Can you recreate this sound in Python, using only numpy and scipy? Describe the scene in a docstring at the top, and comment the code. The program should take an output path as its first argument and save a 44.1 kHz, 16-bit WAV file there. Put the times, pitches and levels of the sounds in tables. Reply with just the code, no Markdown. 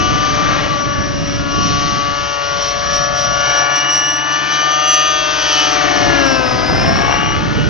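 """A glow-fuel model helicopter flies over a grass field in wind; one crankshaft speed drives all its periodic tones.
It first descends, so its ground echo shortens until 3.9 s, while the wind drops; then it climbs and the echo lengthens.
Near 5 s the crankshaft is fastest and the exhaust pulses, with their rasp, tones and hiss, have their sharpest edge.
Near 6.6 s the speed sags as the blades bite the air in a hard turn; wind has returned to the microphone.
As the speed recovers, the wash of the rotor slaps hardest, near 7.3 s; gear teeth whine throughout."""
import sys
import numpy as np
from scipy.fft import rfft, irfft, next_fast_len
from scipy.io import wavfile
from scipy.ndimage import uniform_filter1d, map_coordinates

SR = 44100
rng = np.random.default_rng(int(sys.argv[2]) if len(sys.argv) > 2 else 0)


def materialize(psi):
    """Save the field psi as 16-bit PCM at rate SR to the path in sys.argv[1].

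    A 1-D psi becomes a single channel; in a 2-D psi each row is a channel.
    """
    bounded = np.clip(np.atleast_2d(psi).T, -1, 1)
    quanta = np.round(bounded * 32767).astype(np.int16)
    wavfile.write(sys.argv[1], SR, quanta)


N = 339129

# turns per crankshaft turn of each rotor, teeth on the pinion, crankshaft speed in cruise [Hz]
MAIN_RATIO, TAIL_RATIO, TEETH, CRUISE_HZ = 2 / 17, 9 / 17, 10, 294.6


def amp(db):
    """Decibel law: level in dB to amplitude ratio."""
    return 10 ** (np.asarray(db) / 20)


def unit(x):
    """Normalization: scale to an rms of 1."""
    return x / np.sqrt(np.mean(x ** 2) + 1e-20)


def along(points, hz):
    """Logarithmic frequency scale: read (frequency [Hz], value) points at hz."""
    f, v = np.transpose(points)
    return np.interp(np.log(hz + 1), np.log(f + 1), v)


def course(points):
    """Linear interpolation in time: (time [s], value) points to one value per sample."""
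    s, v = np.transpose(points)
    return np.interp(np.arange(N) / SR, s, v)


def level(points):
    """Amplitude envelope: gain from (time [s], level [dB]) points."""
    return amp(course(points))


def wobble(rate):
    """Band-limited fluctuation: a smooth random curve with rate knots a second."""
    coarse = np.arange(0, N + 32, 32)  # every 32nd sample is enough for a slow curve
    knots = rng.standard_normal(int(N * rate / SR) + 4)
    curve = map_coordinates(knots, [coarse * rate / SR], mode="nearest")
    return np.interp(np.arange(N), coarse, curve)


def filtered(x, response):
    """Linear filtering: multiply the spectrum of x by a response of frequency."""
    m = next_fast_len(N + SR // 4)
    return irfft(rfft(x, m) * response(np.fft.rfftfreq(m, 1 / SR)), m)[..., :N]


def noise(spectrum):
    """Spectral shaping: white noise coloured by (frequency [Hz], level [dB]), rms 1."""
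    return unit(filtered(rng.standard_normal(N), lambda hz: amp(along(spectrum, hz))))


def partials(angle, table, fade_db):
    """Fourier synthesis: harmonics of a turning part, each fading on its own in the moving air."""
    total = 0
    for k, db in table:
        gain = amp(db + fade_db * wobble(4.03))
        total = total + gain * np.cos(k * angle + rng.uniform(0, 2 * np.pi))
    return unit(total)


def bursts(angle, share, sharpness):
    """Periodic amplitude modulation: mean power 1, a share of it gathered in one burst per cycle."""
    peak = np.exp(sharpness * (np.cos(angle) - 1))
    share = np.clip(share, 0, 1)
    return np.sqrt(1 - share + share * peak / peak.mean())


# wind buffeting: (time [s], level [dB])
WIND_LEVEL = [(0, -18.5), (.7, -21), (1.4, -20), (1.62, -17), (1.92, -20.5), (2.2, -32.5), (2.38, -40),
              (2.55, -29), (2.78, -33), (3, -23.5), (3.45, -29), (3.8, -47), (4.05, -38), (4.7, -57.5),
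              (5.2, -43), (5.58, -43.5), (5.72, -34), (6.05, -22), (6.5, -26), (6.75, -14.5), (7.2, -20.5),
              (7.69, -12)]
# relative spectra of the gust eddies and of the steady breeze: (frequency [Hz], level per Hz [dB])
EDDY_SPECTRUM = [(15, -38), (35, -17.5), (60, -6.5), (100, 1), (160, 2), (250, -6), (400, -12), (700, -21),
                 (1500, -37.5), (6000, -69.5)]
BREEZE_SPECTRUM = [(15, -11.5), (30, -6.5), (55, 2), (100, 1.5), (170, -13), (400, -36.5), (2000, -68.5)]
GUST_DB, GUSTS_PER_S = 1.2, 6.7  # quick gusts on top of the wind


def wind():
    """Turbulent pressure: a breeze rumbles on both ports, gusts add brighter eddies, harder on the right."""
    buffet_db = course(WIND_LEVEL) + GUST_DB * wobble(GUSTS_PER_S)

    def eddies():
        """Intermittent turbulence: eddy noise that swells and fades at random."""
        return amp(buffet_db + 1) * unit(noise(EDDY_SPECTRUM) * amp(1.8 * wobble(22)))

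    # the deep rumble follows the gusts only partly
    breeze = amp(0.5 * buffet_db - 18.0) * noise(BREEZE_SPECTRUM)
    right = eddies() + breeze
    # phase lead of the left port: (frequency [Hz], phase [rad])
    lead = [(40, 1.2), (130, 2.02), (400, 1.78)]
    left = filtered(right, lambda hz: np.exp(1j * along(lead, hz)))
    return np.array([amp(-7.0) * left + amp(-11.0) * eddies(), right])


# delay of the ground echo: (time [s], delay [s])
ECHO_DELAY = [(0, 0.00415), (.25, 0.00394), (1, 0.003416), (2, 0.00247), (3, 0.001615), (3.9, 0.001057),
              (4.3, 0.001136), (4.8, 0.00141), (5.3, 0.001884), (5.8, 0.002597), (6.5, 0.003125),
              (7.69, 0.002105)]


def over_ground(x, reflection):
    """Comb interference: the ground returns a copy, later the higher the helicopter; grass dulls it."""
    grass = [(1800, 0), (3500, -5.0), (6000, -8)]  # (frequency [Hz], level [dB])
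    dull = filtered(x, lambda hz: amp(along(grass, hz)))
    echo = np.interp(np.arange(N) - course(ECHO_DELAY) * SR, np.arange(N), dull)
    return x + reflection * echo


# left port over right port: (frequency [Hz], level difference [dB])
PORT_LEVEL = [(60, 9), (130, 21.5), (250, 19.5), (400, 28), (750, 13.5), (1100, 10), (1500, 5.5),
              (2100, 5.5), (3000, 0.5), (3700, 6), (4500, 0.5), (6100, -1)]
# phase lead of the left port: (frequency [Hz], phase [rad])
PORT_PHASE = [(60, 0), (260, -2.9), (520, -2.3), (860, -1.6), (1400, -1.5), (2000, -1.15), (2700, -1.2),
              (3400, -.6), (3900, -1.1), (4600, -.7), (6300, -.68)]


def at_ports(x):
    """Interaural-like differences: two ports hear the same sound with different level and phase."""
    def response(hz):
        """Transfer functions: left and right, with a mean of 1."""
        ratio = amp(along(PORT_LEVEL, hz)) * np.exp(1j * along(PORT_PHASE, hz))
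        return 2 * np.array([ratio, np.ones_like(ratio)]) / (1 + ratio)
    return filtered(x, response)


# brief flares (+) and fades (-), before each layer scales them: (time [s], width at 1/e [s], level [dB])
FLARES = [(1.45, .06, -4), (1.665, 0.14, 6), (2.39, .06, -5), (2.64, 0.11, 3), (2.751, 0.046, -4.5),
          (2.94, 0.064, 5), (3.113, 0.087, -7), (3.18, 0.064, 2), (3.304, 0.1, -4.5), (3.588, 0.052, 2.5),
          (3.681, 0.059, -5), (3.774, 0.092, 5.5), (3.879, 0.065, -3.5), (3.978, 0.059, 4.5),
          (4.337, 0.056, 4.5), (4.541, 0.066, 6), (5.527, 0.21, 5.5)]
FLICKER_DB, FLICKERS_PER_S = 1.1, 9


def flares():
    """Fluctuation in moving air: bell-shaped rises and fades of whine and hiss in dB, plus a flicker."""
    t = np.arange(N) / SR
    brief = sum(db * np.exp(-(2 * (t - s) / width) ** 2) for s, width, db in FLARES)
    return brief + FLICKER_DB * wobble(FLICKERS_PER_S)


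# crankshaft speed as heard, before inertia smooths it: (time [s], speed [Hz])
SPEED = [(0.0, 292.4), (0.2, 295.2), (0.4, 294.8), (1.04, 284.6), (1.28, 283.3), (2.12, 287.3), (2.56, 285),
         (3.36, 286), (4.12, 290), (4.64, 298.4), (4.84, 300.7), (5.08, 302.8), (5.28, 300.4),
         (5.52, 298.3), (5.68, 296.6), (5.92, 291.7), (6.04, 288.4), (6.16, 282.7), (6.36, 263),
         (6.44, 255.4), (6.52, 252.3), (6.6, 250.8), (6.68, 253.1), (6.72, 254.4), (6.96, 272.1),
         (7.16, 282.7), (7.44, 289.9), (7.68, 291)]
INERTIA_S = 0.075  # the rotor's mass rounds off every change of speed
HUNT_HZ, HUNTS_PER_S = 0.3522, 6  # the speed hunts a little about its course


def crankshaft_speed():
    """Rotational inertia: a smoothed course of speed in Hz, with slight hunting."""
    smooth = uniform_filter1d(course(SPEED), int(INERTIA_S * SR), mode="nearest")
    return smooth + HUNT_HZ * wobble(HUNTS_PER_S)


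# bite of the main blades, over easy flight: (time [s], level [dB])
BITE = [(0, 3), (.33, 5.5), (.5, 10), (.95, -1), (1.4, -5.5), (2.6, -1.5), (3.25, 0.5), (3.55, 7), (4.2, 1),
        (4.6, 3.5), (5.15, -2), (5.6, 4), (6.1, 11), (6.55, 7), (7.13, 11.5), (7.27, 3.5), (7.52, 2),
        (7.69, -1.5)]
# share of the wash that comes in slaps: (time [s], share [1])
SLAP = [(0, 0.29), (.5, .3), (1.3, .12), (2.6, .12), (3.7, .42), (4.5, .45), (5.8, .17), (6.2, 0.29),
        (6.5, 0.67), (6.75, 0.53), (7, .72), (7.3, 1), (7.69, 0.29)]
# relative spectra of dull wash and bright swish: (frequency [Hz], level per Hz [dB])
WASH_SPECTRUM = [(60, -33), (200, -17.5), (330, -2.5), (470, -5), (680, 2), (820, -3), (980, -4),
                 (1300, -7), (2500, -47.5)]
SWISH_SPECTRUM = [(400, -29.5), (900, -17), (1150, 1.5), (1350, -1), (1750, -0.5), (2300, -4), (3000, -8.5),
                  (4200, -14), (7000, -33)]
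# level in easy flight [dB] and growth [dB per dB of bite]
WASH_DB, WASH_GROWS, SWISH_DB, SWISH_GROWS = -35, 1.03, -30, 0.71
STALL_DB_PER_HZ = 0.06  # shift from swish to wash per Hz below cruising crankshaft speed
# main rotor at blade rate, at twice that, and overtones, beamed as the disc tilts: (time [s], level [dB])
THUMP = [(0, -43.5), (3.4, -47.5), (4.1, -59.5), (4.7, -54), (5.1, -47), (5.7, -44.5), (6.25, -33),
         (6.6, -40), (7.69, -44)]
THROB = [(0, -41.5), (2.4, -46.5), (3.6, -40.5), (5.6, -42.5), (6.3, -36), (7.69, -38.5)]
DRONE = [(0, -29.5), (.6, -40.5), (1.5, -45), (2.8, -56.5), (3.7, -48), (4.3, -38), (5.1, -40), (5.5, -38),
         (5.85, -30.5), (6.35, -28.5), (6.8, -37), (7.69, -37.5)]
# tail rotor at blade rate, and overtones, beamed as the disc tilts: (time [s], level [dB])
TAIL_HUM = [(0, -39), (.9, -43), (1.3, -41), (2.8, -50), (3.5, -43.5), (4.2, -36), (5.2, -43), (6.3, -36),
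            (7.69, -39)]
TAIL_BUZZ = [(0, -42), (.6, -38.5), (1.2, -41.5), (2.1, -44), (3.1, -35.5), (4.3, -43), (4.9, -35.5),
             (5.4, -28), (6, -30), (6.7, -44), (7.1, -34), (7.69, -39)]
# relative overtones: (multiple of blade rate [1], level [dB])
MAIN_OVERTONES = [(3, -7.5), (4, -1), (5, 0.5), (6, -12.5), (7, -17.5)]
TAIL_OVERTONES = [(2, -0.5), (3, -6), (4, -1), (5, -6), (6, -6.5), (10, -8.5)]


def rotors(crank, speed):
    """Blade-passing radiation: two blades per rotor give a drone, a tail buzz and a throbbing wash."""
    blade = 2 * MAIN_RATIO * crank
    tail = 2 * TAIL_RATIO * crank
    tones = level(TAIL_HUM) * unit(np.cos(tail))
    tones += level(TAIL_BUZZ) * partials(tail, TAIL_OVERTONES, fade_db=1.5)
    tones += level(THUMP) * unit(np.cos(blade)) + level(THROB) * unit(np.cos(2 * blade))
    tones += level(DRONE) * partials(blade, MAIN_OVERTONES, fade_db=3.5)
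    bite_db = course(BITE)
    # a rotor dragged below cruising speed trades bright swish for dull wash
    stall_db = STALL_DB_PER_HZ * np.maximum(CRUISE_HZ - speed, 0)
    # no two blades meet the wake equally hard
    strike = course(SLAP) * amp(1.1 * wobble(60))
    wash_gain = amp(WASH_DB + WASH_GROWS * bite_db + stall_db)
    wash = wash_gain * noise(WASH_SPECTRUM) * bursts(blade, strike, sharpness=8.5)
    swish_gain = amp(SWISH_DB + SWISH_GROWS * bite_db - stall_db + 1.1 * wobble(8))
    swish = swish_gain * noise(SWISH_SPECTRUM) * bursts(blade, 0.45 * strike, sharpness=10.0)
    # the swish also pulses once per crankshaft turn
    return tones + wash + swish * bursts(crank, share=0.24, sharpness=5.7)


# exhaust hiss, before the 6.5 dB added in jet: (time [s], level [dB])
HISS_LEVEL = [(0, -29.5), (.45, -30.5), (1, -37), (1.4, -35.5), (1.8, -30.5), (2.4, -32.5), (3.5, -29),
              (4.2, -35.5), (4.65, -30.5), (5.1, -32.5), (5.6, -26.5), (6.2, -29), (6.7, -33), (7.3, -37),
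              (7.69, -37)]
# relative spectrum of the hiss: (frequency [Hz], level per Hz [dB])
HISS_SPECTRUM = [(1200, -25), (2400, -6), (3200, 1), (3700, -2), (4400, 0.5), (5100, -2.5), (5700, 4.5),
                 (6300, -1), (7200, 1.5), (12000, -5)]
# part that repeats with every pair of firings, over the rest: (time [s], level [dB])
REGULAR = [(0, -13.5), (1, -7.5), (2.2, -7.5), (3.2, -6), (4, -12), (4.7, -4), (5.4, -5), (6.2, -7.5),
           (7.69, -10.5)]
FLARE_IN_HISS = 0.65  # the hiss takes this much of each flare


def jet(crank, flare_db):
    """Pulsed jet noise: gas hisses out in a puff each turn; what the puffs share makes a fine buzz."""
    hiss_db = course(HISS_LEVEL) + FLARE_IN_HISS * flare_db
    puffs = bursts(crank, share=0.1, sharpness=1.0) * bursts(crank / 2, share=0.27, sharpness=1.6)
    orders = np.arange(15, 46) / 2  # multiples of crankshaft speed
    buzz_table = [(k, along(HISS_SPECTRUM, k * CRUISE_HZ)) for k in orders]
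    buzz = partials(crank + 0.015 * wobble(60), buzz_table, fade_db=2.5)
    regular = level(REGULAR)
    mixed = (noise(HISS_SPECTRUM) * puffs + regular * buzz) / np.hypot(1, regular)
    return amp(hiss_db + 6.5) * mixed


# pinion on the main gear, at the tooth rate and at its overtones: (time [s], level [dB])
MESH = [(0, -31), (.48, -38), (.66, -30), (.82, -43), (1.4, -39.5), (1.62, -32.5), (2.55, -39), (2.85, -57),
        (3.4, -31.5), (3.76, -25), (4.55, -27.5), (5.2, -38.5), (5.6, -21.5), (5.76, -33.5), (6.38, -30.5),
        (6.56, -45.5), (6.9, -44), (7.08, -33), (7.34, -28.5), (7.46, -46), (7.6, -29.5), (7.69, -41)]
WHINE = [(0, -29.5), (.48, -29), (.66, -48), (.8, -28), (1.28, -32.5), (1.6, -29.5), (2.1, -37.5),
         (2.86, -24), (3.5, -19.5), (4.16, -18), (4.3, -29), (4.45, -29), (4.9, -16.5), (5.35, -25.5),
         (5.9, -27), (6.55, -27), (6.96, -23.5), (7.08, -29), (7.29, -26), (7.38, -44), (7.69, -43.5)]
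# swing of the tooth phase by each firing, and by the limp of strong and weak ones: (time [s], phase [rad])
JERK = [(0, .35), (2.2, 0.12), (2.9, 0.053), (4.2, 0.067), (5, 0.17), (5.5, 0.46), (6.1, 0.45), (6.3, .6),
        (6.42, .55), (6.55, .36), (6.8, .4), (7.2, .15), (7.69, .15)]
LIMP = [(0, 0.35), (2.9, 0.16), (3.8, 0.13), (4.3, 0.19), (4.85, 0.34), (5.5, 0.41), (6.3, .14), (7, 0.18),
        (7.69, .25)]
# rattle of the teeth in their backlash: (time [s], phase [rad])
BACKLASH = [(0, 0.54), (1, 0.49), (2.6, 0.23), (5.2, 0.31), (5.9, .5), (6.2, 0.61), (6.4, .42), (6.55, .2),
            (6.95, .22), (7.07, .5), (7.25, 0.27)]
# tightening (+) or slackening (-) of the tooth contact by each firing: (time [s], fraction [1])
LOAD = [(0, .5), (.6, .1), (5.1, 0.18), (5.7, -0.045), (6.05, .1), (6.3, 0.43), (6.45, .5), (6.6, -0.49),
        (6.85, -0.26), (7, 0.27), (7.69, -0.27)]
FADE_DEEPER = 1.54  # a pure tone drops out deeper than the hiss does


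def gears(crank, flare_db):
    """Gear-mesh modulation: runout, firing jerks and backlash sway the tooth phase; load varies its level."""
    jerk, limp = course(JERK), course(LIMP)
    runout = .2 * np.sin(MAIN_RATIO * crank)  # the main gear runs out of true
    sway = runout + limp * np.sin(crank / 2) + jerk * np.sin(crank)
    backlash = course(BACKLASH) * wobble(55) + .2 * wobble(300)
    mesh = TEETH * crank + sway + backlash
    overtones = np.cos(2 * mesh) + amp(-3) * np.cos(3 * mesh) + amp(-6) * np.cos(4 * mesh)
    chatter = unit(amp(1.6 * wobble(260)))
    first_db = course(MESH) + 1.4 * wobble(14)
    flare_in_whine = np.minimum(flare_db, FADE_DEEPER * flare_db)
    second_db = course(WHINE) + flare_in_whine + 1.7 * wobble(25)
    whine = amp(first_db) * unit(np.cos(mesh)) + amp(second_db) * unit(overtones) * chatter
    load = 1 + course(LOAD) * np.cos(crank) - .3 * limp * np.cos(crank / 2)
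    flutter = unit(amp(1.03 * wobble(50)))
    return whine * load * flutter * bursts(MAIN_RATIO * crank, share=0.17, sharpness=0.9)


# muffler tones, each beamed its own way as the body turns: (time [s], level [dB])
THUD = [(0, -33), (.75, -39), (1.7, -29.5), (2.5, -47.5), (3.4, -43), (5.6, -34.5), (6.3, -25.5),
        (6.6, -40), (7.69, -34.5)]
HUM = [(0, -32), (.9, -34), (2.1, -30), (2.7, -31), (3.5, -27.5), (4.6, -44.5), (4.8, -36), (5.5, -33),
       (5.75, -27), (6.2, -21.5), (6.9, -30), (7.25, -38.5), (7.69, -33.5)]
BARK = [(0, -34), (.9, -54), (1.7, -37.5), (2.3, -36.5), (2.9, -33.5), (3.75, -33), (4.1, -39),
        (4.4, -43.5), (4.7, -34), (5.1, -33.5), (5.4, -33), (5.65, -28), (5.95, -28.5), (6.6, -45.5),
        (6.9, -33), (7.15, -28.5), (7.4, -45), (7.69, -46)]  # from the limp of the firings
GROWL = [(0, -44), (.7, -47), (1.3, -60), (1.5, -43), (2.6, -40.5), (3.05, -42.5), (3.5, -42), (5.8, -35),
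         (6.3, -31), (7.12, -32), (7.69, -47.5)]
HOWL = [(0, -23), (.47, -17.5), (.6, -25), (.675, -35), (.71, -23), (1.36, -39.5), (1.53, -24), (2.38, -23),
        (2.65, -29.5), (3.15, -26.5), (3.45, -19), (4.08, -28), (4.7, -17), (5.15, -25), (6, -29.5),
        (6.9, -37), (7.13, -27.5), (7.5, -31.5), (7.69, -44)]
BRAY = [(0, -33), (.5, -33.5), (.7, -53), (.82, -37.5), (1.1, -41), (1.22, -57), (1.4, -34.5), (3.2, -32),
        (3.6, -25), (4.15, -30), (4.55, -32), (4.9, -36.5), (5.1, -28), (5.55, -32.5), (6.05, -35),
        (6.25, -30), (6.62, -30), (6.75, -39.5), (7.15, -40.5), (7.3, -34), (7.69, -33.5)]
RING = [(0, -41.5), (.55, -53), (1, -34.5), (1.25, -40), (2.7, -39), (3, -31), (3.6, -27.5), (4.3, -29.5),
        (4.7, -24.5), (5.1, -30.5), (5.8, -29), (6.3, -24.5), (6.5, -33.5), (7, -23.5), (7.25, -38.5),
        (7.69, -44)]
SNARL = [(0, -36.5), (.62, -44.5), (1.04, -52), (1.3, -46.5), (2.9, -45), (3.14, -55.5), (3.5, -36),
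         (3.8, -30), (4.2, -41.5), (4.5, -36), (6.7, -38), (7, -33), (7.3, -35), (7.69, -60.5)]
BLARE = [(0, -37), (1, -54), (1.7, -38.5), (2.3, -47), (4.3, -51), (4.8, -35.5), (5.25, -30), (5.6, -36),
         (6, -42), (7.69, -50.5)]  # high, under full throttle
SHRILL = [(0, -48), (.5, -54), (.73, -42), (1.15, -59), (2.2, -42), (3.4, -42.5), (4.35, -58), (4.7, -30.5),
          (5.15, -28), (5.55, -31), (6, -43), (6.3, -49), (7, -46.5), (7.3, -38.5), (7.69, -44)]
# their frequencies in the same order: multiple of the firing rate, one firing per turn [1]
TONE_ORDERS = 1, 2, 2.5, 3, 4, 5, 6, 8, 9, 11
# exhaust rasp with its edge: (time [s], level [dB])
RASP = [(0, -31), (.6, -38), (1.1, -43), (1.75, -30.5), (3.2, -33), (3.7, -29.5), (4.1, -37), (4.5, -30.5),
        (5, -26), (5.85, -26), (6.4, -31.5), (7.15, -34), (7.69, -43)]
# edge over rasp, sharper as the throttle opens: (time [s], level [dB])
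THROTTLE = [(0, -3.5), (2.3, -3.5), (4, -8.5), (4.6, 3), (5, 6), (5.6, 3), (5.9, -8), (7.69, -4.5)]
# relative partials of the rasp and of the sharp pulse edge: (multiple of crankshaft speed [1], level [dB])
FIRING = [(.5, -15.5), (1.5, -15.5), (3.5, -13), (4.5, -5.5), (5.5, -15.5), (6.5, -10), (7, -11.5),
          (7.5, -12)]  # halves come from alternating strong and weak firings
EDGE = [(8.5, -1.5), (9.5, 4.5), (10.5, -5), (11.5, -5.5), (12, -2.5), (12.5, -10.5), (13, -15),
        (13.5, -10.5), (14, -12.5), (14.5, -8.5), (15, -2), (15.5, -6.5), (16, -2.5), (17, -8), (18, -21.5)]


def exhaust(crank):
    """Harmonic pulse radiation: muffler tones over a rasp of uneven firings, edged under throttle."""
    angle = crank + 0.0077 * wobble(60)
    tones = 0
    for k, tone in zip(TONE_ORDERS, (THUD, HUM, BARK, GROWL, HOWL, BRAY, RING, SNARL, BLARE, SHRILL)):
        gain = amp(course(tone) + 0.98 * wobble(25) + 0.57 * wobble(6))
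        tones = tones + gain * unit(np.cos(k * angle + rng.uniform(0, 2 * np.pi)))
    # the throttle moves power from the low rasp into the edge
    edge = level(THROTTLE)
    rasp = partials(angle, FIRING, fade_db=2.0) + edge * partials(angle, EDGE, fade_db=3.5)
    return tones + level(RASP) * rasp / np.hypot(1, edge)


def scene():
    """Superposition: the helicopter with its ground echo, and wind at the ports."""
    speed = crankshaft_speed()
    crank = 2 * np.pi * np.cumsum(speed) / SR
    flare_db = flares()
    helicopter = rotors(crank, speed) + jet(crank, flare_db) + gears(crank, flare_db) + exhaust(crank)
    return wind() + at_ports(over_ground(helicopter, reflection=0.35))


# microphone response: (frequency [Hz], level [dB])
MICROPHONE = [(20, -0.5), (6050, 0.5), (6400, -2.5), (6700, -10.5), (7050, -29), (9000, -32), (12000, -40)]
TOP_HZ = 11800  # nothing passes above


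def record(dry):
    """Band limiting and overload: the microphone's treble falls away steeply; peaks beyond 1 clip."""
    coloured = filtered(dry, lambda hz: amp(along(MICROPHONE, hz)))
    clipped = np.clip(coloured, -1, 1)
    return filtered(clipped, lambda hz: hz < TOP_HZ)


dry = scene()
out = record(dry)
materialize(out)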